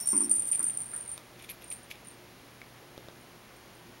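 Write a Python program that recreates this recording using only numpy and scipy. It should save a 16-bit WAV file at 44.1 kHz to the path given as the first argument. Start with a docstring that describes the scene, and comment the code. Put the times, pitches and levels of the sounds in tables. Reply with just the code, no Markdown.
"""A cat plays with a bell ball

A cat bats a ball across a carpeted room. The pellet inside rattles against a small bell, then settles
into single tinkles between scuffs and clicks of the plastic shell. A second, lower bell chimes at first,
and a panel by the door is knocked and shudders. Faint taps, room hum and microphone hiss lie underneath."""
import sys
import numpy as np
from scipy import signal
from scipy.fft import rfft, irfft
from scipy.io import wavfile

SR = 44100
rng = np.random.default_rng(int(sys.argv[2]) if len(sys.argv) > 2 else 0)


def master(y):
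    """Save y as 16-bit WAV."""
    cut = np.clip(np.atleast_2d(y).T, -1, 1)
    pcm = np.round(cut * 32767)  # scale
    wavfile.write(sys.argv[1], SR, pcm.astype(np.int16))


N = 176400

# the small bell's main tones: f/Hz, level/dB, t60/s (the time to fade by 60 dB)
BELL_TONES = [(9070, 2, 0.029), (9020, -15, 0.015), (8810, -13, 0.023)]
CHATTER_S = .0028  # the pellet chatters against the shell, so each strike swells briefly
DETUNE_HZ = 30  # the loose pellet shifts the tones a little on each strike


def amp(db):
    """Turns decibels into a gain."""
    return 10 ** (np.asarray(db) / 20)


def unit(x):
    """Scales a sound to an average (rms) level of 1."""
    return x / np.sqrt(np.mean(x ** 2) + 1e-20)


def add(mix, s, sound):
    """Mixes a sound in, starting at s seconds."""
    part = mix[max(round(s * SR), 0):][:len(sound)]
    part += sound[:len(part)]


def noise(spectrum, size):
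    """Noise of rms 1, shaped by a spectrum of f/Hz, level/dB points."""
    f, db = np.transpose(spectrum)
    hz = np.fft.rfftfreq(size, 1 / SR)
    gain = amp(np.interp(np.log(hz + 1), np.log(f), db))
    return unit(irfft(rfft(rng.standard_normal(size)) * gain, size))


def burst(spectrum, decay_s):
    """A puff of shaped noise that starts at once and dies away."""
    size = SR // 8
    fade = np.exp(-np.arange(size) / SR / decay_s)
    return unit(noise(spectrum, size) * fade) * np.sqrt(np.mean(fade ** 2))


def thud(spectrum, decay_s):
    """A short puff of noise sets an object's resonance ringing."""
    size = SR // 8
    f, db = np.transpose(spectrum)
    hz = abs(np.fft.fftfreq(size, 1 / SR))
    log_gain = np.log(amp(np.interp(np.log(hz + 1), np.log(f), db)))
    body = np.fft.ifft(np.exp(np.conj(signal.hilbert(log_gain)))).real  # rings only after the hit
    fade = np.exp(-np.arange(size) / SR / decay_s)
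    puff = fade * rng.standard_normal(size)
    return unit(signal.fftconvolve(body, puff)[:size]) * np.sqrt(np.mean(fade ** 2))


def ring(tones, size):
    """The fading pure tones of a struck object."""
    t = np.arange(size) / SR
    return sum(amp(db - 60 * t / t60) * np.sin(2 * np.pi * hz * t) for hz, db, t60 in tones)


def room(x, wet_db, t60=0.2, echoes_per_s=2000):
    """Adds scattered, fading echoes off the floor and walls."""
    t = np.arange(SR // 2) / SR
    echoes = rng.standard_normal(len(t)) * (rng.random(len(t)) < echoes_per_s / SR)
    echoes *= (t > .002) * amp(-60 * t / t60)
    return x + amp(wet_db) * np.std(x) * unit(signal.fftconvolve(x, echoes)[:N])


def background():
    """Steady room noise and hiss, with slightly wavering hum."""
    # room noise and microphone hiss: f/Hz, relative level/dB
    hiss_spectrum = [(20, -19), (55, -6), (100, -7), (150, -4.5), (250, -5), (380, -7), (600, -8),
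                     (1460, -12.5), (2200, -13.5), (4000, -18), (7000, -22.5), (9100, -23.5), (11500, -23),
                     (14500, -29.5), (16000, -52)]
    # mains hum and a thin electrical whine: f/Hz, level/dB
    hum_tones = [(120, -64.5), (237, -75.5), (2038, -76.5), (15734, -72)]
    # one more hum tone swells and fades: t/s, level/dB
    swell_levels = [(0, -73), (1.25, -70), (1.38, -59.5), (1.8, -73), (2.25, -61), (2.55, -72), (3.05, -63),
                    (3.5, -71.5), (3.9, -64.5)]
    t, swell_hz = np.arange(N) / SR, 355
    drift = [(1, 0), (3, -6), (12, -50), (100, -120)]  # slow wavering: f/Hz, level/dB
    hum = sum(amp(db) * np.sin(2 * np.pi * hz * t + 0.52 * noise(drift, N)) for hz, db in hum_tones)
    swell = amp(np.interp(t, *np.transpose(swell_levels)))
    hum += swell * np.sin(2 * np.pi * swell_hz * t + noise(drift, N))
    return amp(-53.5) * noise(hiss_spectrum, N) + np.sqrt(2) * hum


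def taps(width_octaves=0.41, dull_hz=4870):
    """Soft bumps of paw and ball, each with one broad resonance."""
    # bumps: t/s, resonance/Hz, level before dulling/dB, decay/s
    bumps = [(.598, 1440, -51.5, 0.036), (.697, 2440, -46.5, .0042), (.934, 1400, -42, 0.0042),
             (.94, 1430, -52, 0.024), (2.825, 434, -50, 0.0078), (2.946, 695, -43.5, .0014),
             (3.349, 460, -44.5, 0.00087)]
    out = np.zeros(N)
    dull = signal.butter(2, dull_hz, fs=SR, output="sos")
    octaves = np.linspace(-4, 4, 33)
    for s, hz, db, decay_s in bumps:
        resonance = [(hz * 2 ** k, -20 * np.log10(1 + (k / width_octaves) ** 2)) for k in octaves]
        add(out, s, amp(db) * signal.sosfilt(dull, thud(resonance, decay_s)))
    return room(out, wet_db=-6.5)


def clicks():
    """Hard contacts: a hollow knock, a plastic snap and a bright edge of noise."""
    # contacts: t/s, knock f/Hz, knock level/dB, knock t60/s, snap level/dB, edge level/dB
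    contacts = [(1.1786, 2450, -39, .005, -33, -37), (1.956, 2500, -45, .008, -42, -56),
                (2.6167, 2200, -34, .014, -46, -60), (2.9784, 540, -30.5, .008, -36.5, -49),
                (3.0857, 560, -31, .006, -37.5, -58)]
    # the plastic's tones: f/Hz, relative level/dB, t60/s
    snap_tones = [(1180, -4, .006), (3650, 0, .005), (4900, -10, .003)]
    # the bright edge: f/Hz, relative level/dB
    edge_spectrum = [(3000, -35), (7000, 6), (9500, 3), (11500, 14), (16000, -23)]
    out = np.zeros(N)
    for s, hz, knock_db, t60, snap_db, edge_db in contacts:
        add(out, s, ring([(hz, knock_db, t60)], SR // 8))
        add(out, s, amp(snap_db) * ring(snap_tones, SR // 8))
        add(out, s, amp(edge_db) * burst(edge_spectrum, decay_s=.0007))
    return room(out, wet_db=-9)


def scuffs(grain_db=3):
    """A paw rubs the plastic shell, which catches and slips: a hollow rasp and a high fizz."""
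    # rubs: t/s, length/s, rasp level/dB, fizz level/dB
    rubs = [(0.521, 0.049, -50, -58), (1.384, 0.079, -56, -64), (1.437, 0.015, -48, -53),
            (1.488, 0.015, -45.5, -53), (1.495, 0.03, -46.5, -41), (1.608, 0.053, -56, -60),
            (1.713, 0.017, -45.5, -49), (1.9015, 0.029, -43.5, -51)]
    # how fast the shell slips: f/Hz, relative level/dB
    slip_spectrum = [(1, 0), (500, 0), (1500, -40), (5000, -80)]
    # the hollow rasp: f/Hz, relative level/dB
    rasp_spectrum = [(500, -9), (1600, -19), (2300, 7), (2800, -1), (3500, 0.5), (4700, -8.5), (6500, -9),
                     (9000, -13), (15000, -49)]
    # the high fizz: f/Hz, relative level/dB
    fizz_spectrum = [(6000, -40), (9000, -23), (10500, -12), (11400, -6), (12300, -13), (13500, -29),
                     (16000, -31)]
    out = np.zeros(N)
    for s, length, rasp_db, fizz_db in rubs:
        n = int(length * SR)
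        stroke = np.sin(np.pi * (np.arange(n) / n) ** 0.59)  # rises fast, falls more slowly
        grain = unit(amp(grain_db * noise(slip_spectrum, n)))
        rasp = amp(rasp_db) * noise(rasp_spectrum, n)
        fizz = amp(fizz_db) * noise(fizz_spectrum, n)
        add(out, s, stroke * grain * (rasp + fizz))
    return room(out, wet_db=-11)


def knocks(damp_at_s=0.306, damp_over_s=0.013, damp_db=-5.5):
    """Knocks set a panel by the door shuddering; its ring is soon partly damped."""
    # knocks: t/s, ring level before damping/dB, clack level/dB
    hits = [(.131, -41.5, -38), (.202, -48.5, -41.5), (0.597, -54.5, -46)]
    # the panel's tones: f/Hz, relative level/dB, t60/s
    panel_tones = [(227, 0, 1.1), (296, 0, 1.0), (351, -.5, 1.0), (269, -5, .9), (243, -8, .8),
                   (390, -8, .6), (915, -7.5, .16), (1044, -6.5, .18), (1320, -8.5, .15)]
    # the clack of each knock: f/Hz, relative level/dB
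    clack_spectrum = [(30, -62), (150, 6.5), (300, 15.5), (600, -15), (1100, 6.5), (1700, -13), (2250, -6),
                      (3200, -23), (8000, -50)]
    rings, clacks = np.zeros((2, N))
    for s, ring_db, clack_db in hits:
        add(rings, s, amp(ring_db) * ring(panel_tones, SR))
        add(clacks, s, amp(clack_db) * burst(clack_spectrum, decay_s=0.03))
    damping = np.clip((np.arange(N) / SR - damp_at_s) / damp_over_s, 0, 1)
    no_bass = signal.butter(3, 160, "highpass", fs=SR, output="sos")
    return signal.sosfilt(no_bass, rings * amp(damp_db * damping) + room(clacks, wet_db=-7))


def low_bell():
    """A second, lower bell chimes faintly during the first pounce."""
    # strikes on this bell: t/s, level/dB
    chimes = [(.001, -36), (.008, -38), (0.024, -39), (0.052, -48), (0.079, -45), (0.096, -41),
              (.109, -37.5), (.165, -46), (0.206, -53), (0.232, -40.5)]
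    # its tones: f/Hz, relative level/dB, t60/s
    tones = [(5495, -4, .15), (5590, -3, .04), (6062, -10, .1), (13496, -12, .13), (14850, -15, .06)]
    out = np.zeros(N)
    swell = np.minimum(np.arange(SR // 2) / SR / CHATTER_S, 1)
    for s, db in chimes:
        detuned = [(hz + DETUNE_HZ * rng.standard_normal(), level, t60) for hz, level, t60 in tones]
        delay_s = rng.random() / tones[0][0]  # up to one vibration late
        add(out, s + delay_s, amp(db) * swell * ring(detuned, SR // 2))
    return room(out, wet_db=-3)


def pellet_strike(clink_db, rise_s=.0012):
    """One strike, peak 1: the small bell's tones swell and die under a brief metallic clink."""
    # the bell's faint side tones: f/Hz, relative level/dB, t60/s
    side_tones = [(8527, -29, .12), (8629, -24, .12), (9495, -29, .1), (9771, -29, .12), (9991, -34, .12)]
    # one faint tone that lingers: f/Hz, relative level/dB, t60/s
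    lingering_tone = (9063, -21, .26)
    # the clink of pellet on metal: f/Hz, relative level/dB
    clink_spectrum = [(2000, -32), (6500, -20), (7700, -13), (8400, 5), (9300, 5), (10200, -3.5),
                      (12000, -13), (14000, -19), (16000, -32)]
    t = np.arange(SR // 4) / SR
    detuned = [(hz + DETUNE_HZ * rng.standard_normal(), db, t60) for hz, db, t60 in BELL_TONES]
    shimmer = [(hz, db - 3 + 3 * rng.standard_normal(), t60) for hz, db, t60 in side_tones]
    sound = ring(detuned + [lingering_tone] + shimmer, len(t))
    sound *= np.sin(np.pi / 2 * np.minimum(t / CHATTER_S, 1))
    add(sound, 0, amp(clink_db - 6) * burst(clink_spectrum, decay_s=0.0026))
    sound *= np.minimum(t / rise_s, 1)
    return sound / np.max(abs(sound))


def ball_bell(touches_per_s=230, settle_db_per_s=60):
    """Hard pellet strikes and light skittering ring the bell; the echoes change as the ball moves."""
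    # hard strikes: t/s, relative level/dB, clink boost/dB
    strikes = [(.001, -29, 9), (.058, -25.5, 8), (.072, -14, 2), (.076, -24, 7), (.087, -16, 0),
               (.102, -20.5, -6), (.118, -16.5, -20), (.130, -20.5, -1), (.164, -15.5, -2),
               (.169, -20.5, -8), (.176, -16, -25), (0.191, -31, -22), (.205, -16.5, -12),
               (0.215, -20, -10), (0.224, -19.5, -21), (0.2944, -18.5, 2), (.305, -21, -7),
               (0.3114, -16.5, -11), (0.3138, -13, -3), (.331, -38, 0), (0.35, -35, 2), (0.364, -33, 16),
               (.382, -23, -4), (.394, -19.5, -4), (.42, -22, 4), (0.4708, -24, 4), (0.48, -21.5, 0),
               (.513, -17, -9), (.518, -16, -5), (.527, -25, -3), (.548, -19.5, -2), (.555, -18.5, -8),
               (0.593, -17.5, -4), (.6272, -18, 2), (.641, -16.5, -6.5), (.652, -23.5, 3),
               (.666, -21.5, -12), (0.6791, -22, -7), (.684, -19, -7), (.702, -29, 11), (.772, -21, -4),
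               (.791, -25, 0), (.803, -25.5, 0), (.817, -30, 7), (.857, -33.5, 1), (0.915, -32, 2),
               (.9365, -27.5, -3), (.961, -22, -1.5), (.968, -25, 2), (.976, -28, -1), (0.981, -35, -4),
               (1.007, -31, -9), (1.077, -31, -13), (1.091, -28.5, -9), (1.115, -25, -5), (1.124, -36.5, 5),
               (1.423, -42, -8), (1.641, -36.5, -10), (1.679, -44, -12), (1.701, -29.5, -9),
               (1.723, -26.5, 3), (1.748, -46, -3), (1.831, -46, -7), (2.046, -47, -12), (2.07, -37.5, 0),
               (2.083, -38.5, -5), (2.112, -45, -12), (3.212, -53, -9), (3.565, -54, -9), (3.75, -53, -9)]
    # the pellet skittering inside the rolling ball: t/s, level/dB
    rolling = [(0, -24.5), (.04, -52), (.09, -34.5), (.22, -33.5), (.255, -34.5), (.29, -53), (.32, -30.5),
               (.46, -39), (.66, -48.5), (.75, -42), (.81, -50), (.89, -46), (.98, -54), (1.05, -48),
               (1.12, -45), (1.22, -72)]
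    t, jingle = np.arange(N) / SR, np.zeros(N)
    for s, db, clink_db in strikes:
        delay_s = rng.random() / BELL_TONES[0][0]  # up to one vibration late
        add(jingle, s + delay_s, amp(db + 0.2) * pellet_strike(clink_db))
    touches = (rng.random(N) < touches_per_s / SR) * amp(-0.5 * np.clip(rng.standard_normal(N), -2, 2))
    spot = rng.integers(0, 8, N)  # eight spots on the bell, each with its own sound
    skitter = sum(signal.oaconvolve(touches * (spot == k), pellet_strike(clink_db=-0.5))[:N]
                  for k in range(8))
    settle_db = -settle_db_per_s * np.maximum(t - rolling[-1][0], 0)
    jingle += unit(skitter) * amp(np.interp(t, *np.transpose(rolling)) + settle_db)
    # fade through three sets of echoes, nine times a second
    shares = np.sin(np.pi * (t * 9 + np.arange(3)[:, None] / 3)) ** 2 / 1.5
    return sum(room(jingle * share, wet_db=-1.5) for share in shares)


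def scene():
    """Everything as heard from across the room, in one channel."""
    return (ball_bell() + low_bell() + knocks() + scuffs() + taps() + clicks() + background())[None]


def record(dry):
    """The microphone loses one band of the treble and cuts off the very highest sounds."""
    notch_hz, notch_width_hz, cutoff_hz = 7890, 1100, 15850
    b, a = signal.iirnotch(notch_hz, notch_hz / notch_width_hz, SR)
    lowpass = signal.firwin(511, cutoff_hz, window=("kaiser", 9), fs=SR)
    return signal.oaconvolve(signal.lfilter(b, a, dry), lowpass[None], "same")


dry = scene()
out = record(dry)
master(out)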